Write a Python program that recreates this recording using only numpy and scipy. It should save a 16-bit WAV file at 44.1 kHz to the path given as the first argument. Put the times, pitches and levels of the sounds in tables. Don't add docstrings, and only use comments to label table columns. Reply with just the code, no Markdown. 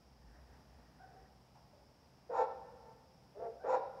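import sys
import numpy as np
from scipy import signal
from scipy.fft import rfft, irfft, next_fast_len
from scipy.io import wavfile
from scipy.ndimage import map_coordinates

SR = 44100
rng = np.random.default_rng(int(sys.argv[2]) if len(sys.argv) > 2 else 0)


def put_to_file(sound):
    columns = np.atleast_2d(sound).T
    safe = np.clip(columns, -1, 1)
    whole_steps = np.round(safe * 32767)
    wavfile.write(sys.argv[1], SR, whole_steps.astype(np.int16))


N = 176400
TIME = np.arange(N) / SR
TOP_HZ = 15700


def undb(db):
    return 10 ** (np.asarray(db) / 20)


def unit(x):
    return x / np.sqrt(np.mean(x ** 2) + 1e-18)


def colour(x, points):
    hz, db = np.array(points, float).T
    size = next_fast_len(2 * len(x))
    freqs = np.maximum(np.arange(size // 2 + 1) * SR / size, 1)
    cepstrum = irfft(np.log(undb(np.interp(np.log(freqs), np.log(hz), db))), size)
    cepstrum[1:size // 2] *= 2
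    cepstrum[size // 2 + 1:] = 0
    return irfft(rfft(x, size) * np.exp(rfft(cepstrum)), size)[:len(x)]


def walk(rate_hz, size=N):
    at = np.arange(size) * rate_hz / SR
    return unit(map_coordinates(rng.standard_normal(4096), [at + 2], order=3, mode="wrap"))


def noise(points):
    return unit(colour(rng.standard_normal(N), points))


def burst(envelope):
    return unit(envelope * rng.standard_normal(N)) / np.sqrt(N)


def curve(points):
    return undb(np.interp(TIME, *np.array(points, float).T))


def add(out, x, start):
    i = int(start * SR)
    out[i:i + len(x)] += x[:N - i]


# frequency in Hz, gain in dB.
AIR_COLOUR = [(15, -44.5), (25, -33), (49, -4), (71, 2), (103, -7), (135, -2), (207, -3.5), (257, -6.5),
              (318, -12), (769, -10), (856, -11), (952, -14), (1390, -21), (3830, -29), (5010, -28),
              (6900, -35), (15000, -40)]

def open_air(db=-65.5):
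    return undb(db) * noise(AIR_COLOUR) * undb(.5 * walk(4.87))


# frequency in Hz, gain in dB.
INSECT_COLOUR = [(3800, -44), (4400, -13), (4900, 1), (5600, 0.5), (6000, -14.5), (6600, -16), (7500, -34)]

def insects(db=-78.5, flutter_db=0.5):
    return undb(db) * noise(INSECT_COLOUR) * undb(flutter_db * walk(70))


# time in seconds, level in dB.
RUMBLE_LEVELS = [(0, -68), (.15, -67.5), (.28, -62), (.85, -64), (.95, -69.5), (1.2, -67), (1.5, -76.5),
                 (4, -91.5)]

def rumble(hz=61, wander_hz=4.1):
    phase = 2 * np.pi * np.cumsum(hz + wander_hz * walk(25)) / SR
    return curve(RUMBLE_LEVELS) * unit(np.sin(phase) * undb(2 * walk(18)))


def hum(hz=129.2, db=-74):
    phase = 2 * np.pi * hz * TIME + 1.2 * walk(6)
    return undb(db) * unit(np.sin(phase) * undb(2 * walk(5.1)))


# time in seconds, level in dB.
RUSTLE_LEVELS = [(0, -102), (.35, -67.5), (.45, -76), (.55, -69), (.68, -81), (.8, -73), (.92, -74.5),
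                 (1.25, -70), (1.4, -95)]
# frequency in Hz, gain in dB.
RUSTLE_COLOUR = [(120, -28), (250, 10.5), (350, -1), (850, -6.5), (1300, -4.5), (1900, -0.5), (2200, -19),
                 (6000, -36.5)]

def rustle():
    return curve(RUSTLE_LEVELS) * noise(RUSTLE_COLOUR)


# start in seconds, level in dB, resonance in Hz.
KNOCKS = [(.34, -69, 640), (.53, -68, 860), (.78, -68, 890), (1.02, -64, 480), (1.12, -61.5, 480),
          (1.55, -62.5, 850), (1.73, -64, 590)]

def knock(db, hz, q=10.3, attack_s=0.0076, decay_s=0.033, size=13230):
    t = TIME[:size]
    ring = signal.lfilter(*signal.iirpeak(hz, q, fs=SR), rng.standard_normal(size))
    return undb(db) * unit(ring) * np.minimum(t / attack_s, 1) * np.exp(-t / decay_s)


# start in seconds, pitch in Hz, level in dB.
YIPS = [(.99, 752.4, -57.5), (3.59, 766, -57.5)]
YIP_HARMONICS = [0, -5, -33]

def yip(hz, db, length_s=.08, jitter=0.029):
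    arch = np.sin(np.linspace(0, np.pi, int(length_s * SR)))
    pitch = hz * (1 + 0.093 * (arch - .75) + jitter * walk(200, len(arch)))
    phase = 2 * np.pi * np.cumsum(pitch) / SR
    tone = sum(undb(level) * np.sin(k * phase) for k, level in enumerate(YIP_HARMONICS, 1))
    return undb(db) * arch * unit(tone)


# frequency in Hz, gain in dB.
FAR_COLOUR = [(750, 1.5), (1500, -11), (4000, -25)]

def far_trees(x, t60_s=1.0, wet_db=3.5):
    tail = colour(burst(np.exp(-np.log(1000) * TIME / t60_s)), FAR_COLOUR)
    return x + undb(wet_db) * signal.fftconvolve(x, tail)[:N]


# delay in seconds, spread in seconds, level in dB.
ECHOES = [(.008, 0.028, -3.5), (.09, 0.039, -12), (0.261, .08, -24.5), (.47, .04, -27.5)]
# frequency in Hz, gain in dB.
YARD_COLOUR = [(200, -3.5), (500, 3), (950, -2), (1400, 0.5), (2500, 0.5), (4500, 3.5), (8000, -18.5)]

def farmyard(x, tail_db=-11.5, build_s=0.043, t60_s=1.59):
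    tail_shape = (1 - np.exp(-TIME / build_s)) * np.exp(-np.log(1000) * TIME / t60_s)
    response = undb(tail_db) * burst(tail_shape)
    for delay, spread, db in ECHOES:
        response += undb(db) * burst((TIME > delay) * np.exp(-np.abs(TIME - delay) / spread))
    return x + signal.fftconvolve(x, colour(response, YARD_COLOUR))[:N]


UNEVEN_HZ = 260.8

def vocal_folds(phase, hz, opening, alternation_db=-3.5, shimmer=0.14):
    pulses = sum(np.cos(k * phase) for k in range(1, int(TOP_HZ / hz)))
    strong_weak = 1 + opening * undb(alternation_db) * np.cos(phase / 2)
    return unit(pulses * strong_weak) * (1 + opening * shimmer * walk(UNEVEN_HZ, len(phase)))


def rasp(phase, effort, onset_share=0.9):
    size = len(phase)
    air = rng.standard_normal(size) * (1 + 0.21 * np.cos(phase)) * (1 + 0.11 * walk(130, size))
    return unit(air) * (onset_share + (1 - onset_share) * effort)


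# frequency in Hz, gain in dB.
MOUTH_SHUT = [(60, -72.5), (150, -45.5), (290, -27.5), (400, -9.5), (510, -6), (600, -7.5), (690, -10),
              (780, -16), (900, -18.5), (1000, -27.5), (1300, -28), (1800, -38.5), (3000, -58),
              (8000, -74.5)]
MOUTH_OPEN = [(60, -72.5), (150, -42.5), (300, -25), (420, -14), (520, 3), (620, -5.5), (700, -8), (810, 5),
              (890, 0), (1000, -3.5), (1210, -19), (1380, -10.5), (1600, -25.5), (1790, -22.5),
              (2000, -34.5), (2500, -32.5), (3100, -51.5), (3700, -39.5), (4500, -46), (5600, -38),
              (6200, -49.5), (6850, -39), (8200, -56.5), (11000, -74)]

def throat(source, opening, since_release, delay_s=0.0098, open_s=0.07, shut_s=0.12):
    travel = np.clip((TIME[:len(source)] - delay_s) / open_s, 0, 1)
    mouth = opening * np.sin(np.pi / 2 * travel) ** 2 * np.exp(-since_release / shut_s)
    return (1 - mouth) * unit(colour(source, MOUTH_SHUT)) + mouth * unit(colour(source, MOUTH_OPEN))


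def chest(size, hz=518.6, jitter=0.017):
    return np.sin(2 * np.pi * np.cumsum(hz * (1 + jitter * walk(UNEVEN_HZ, size))) / SR)


ATTACK_S, HOLD_S, RELEASE_S = 0.017, 0.036, 0.018
OPEN_SWELL_DB, SHUT_SWELL_DB = 9.5, 16.5
# start in seconds, time to full effort in seconds,
# pitch in Hz, onset pitch as a ratio, level in dB, mouth opening from 0 to 1, rasp in dB,
# jitter as a share of the pitch, chest resonance in dB.
BARKS = [(2.291, 0.094, 450.1, 1.08, -33, .97, 4.5, 0.019, -20),
         (3.340, 0.09, 231, .8, -43.5, 0, -1, 0.017, -20),
         (3.629, 0.0879, 468, 1.05, -32, 0.92, 5, 0.0482, -4.5)]

def bark(rise_s, hz, onset_ratio, db, opening, rasp_db, jitter, chest_db, sag_per_s=0.35, size=13230):
    t = TIME[:size]
    effort = np.minimum(t / rise_s, 1)
    since_release = np.maximum(t - rise_s - HOLD_S, 0)
    glide = 1 + (onset_ratio - 1) * (1 - effort) ** 1.746 - sag_per_s * np.maximum(t - rise_s, 0)
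    phase = 2 * np.pi * np.cumsum(hz * (glide + jitter * walk(UNEVEN_HZ, size))) / SR
    source = vocal_folds(phase, hz, opening) + undb(rasp_db) * rasp(phase, effort)
    voice = throat(source, opening, since_release) + undb(chest_db) * effort * chest(size)
    swell_db = opening * OPEN_SWELL_DB + (1 - opening) * SHUT_SWELL_DB
    envelope = np.minimum(t / ATTACK_S, 1) * np.exp(-since_release / RELEASE_S)
    return undb(db + swell_db * (effort - 1)) * envelope * voice


def scene():
    dog, far = np.zeros(N), np.zeros(N)
    for start, *row in BARKS:
        add(dog, bark(*row), start)
    for start, *row in YIPS:
        add(far, yip(*row), start)
    for start, *row in KNOCKS:
        add(far, knock(*row), start)
    return (farmyard(dog) + far_trees(far) + open_air() + insects() + rumble() + hum() + rustle())[None]


def record(dry):
    return signal.sosfilt(signal.ellip(10, .2, 70, TOP_HZ, fs=SR, output="sos"), dry)


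dry = scene()
out = record(dry)
put_to_file(out)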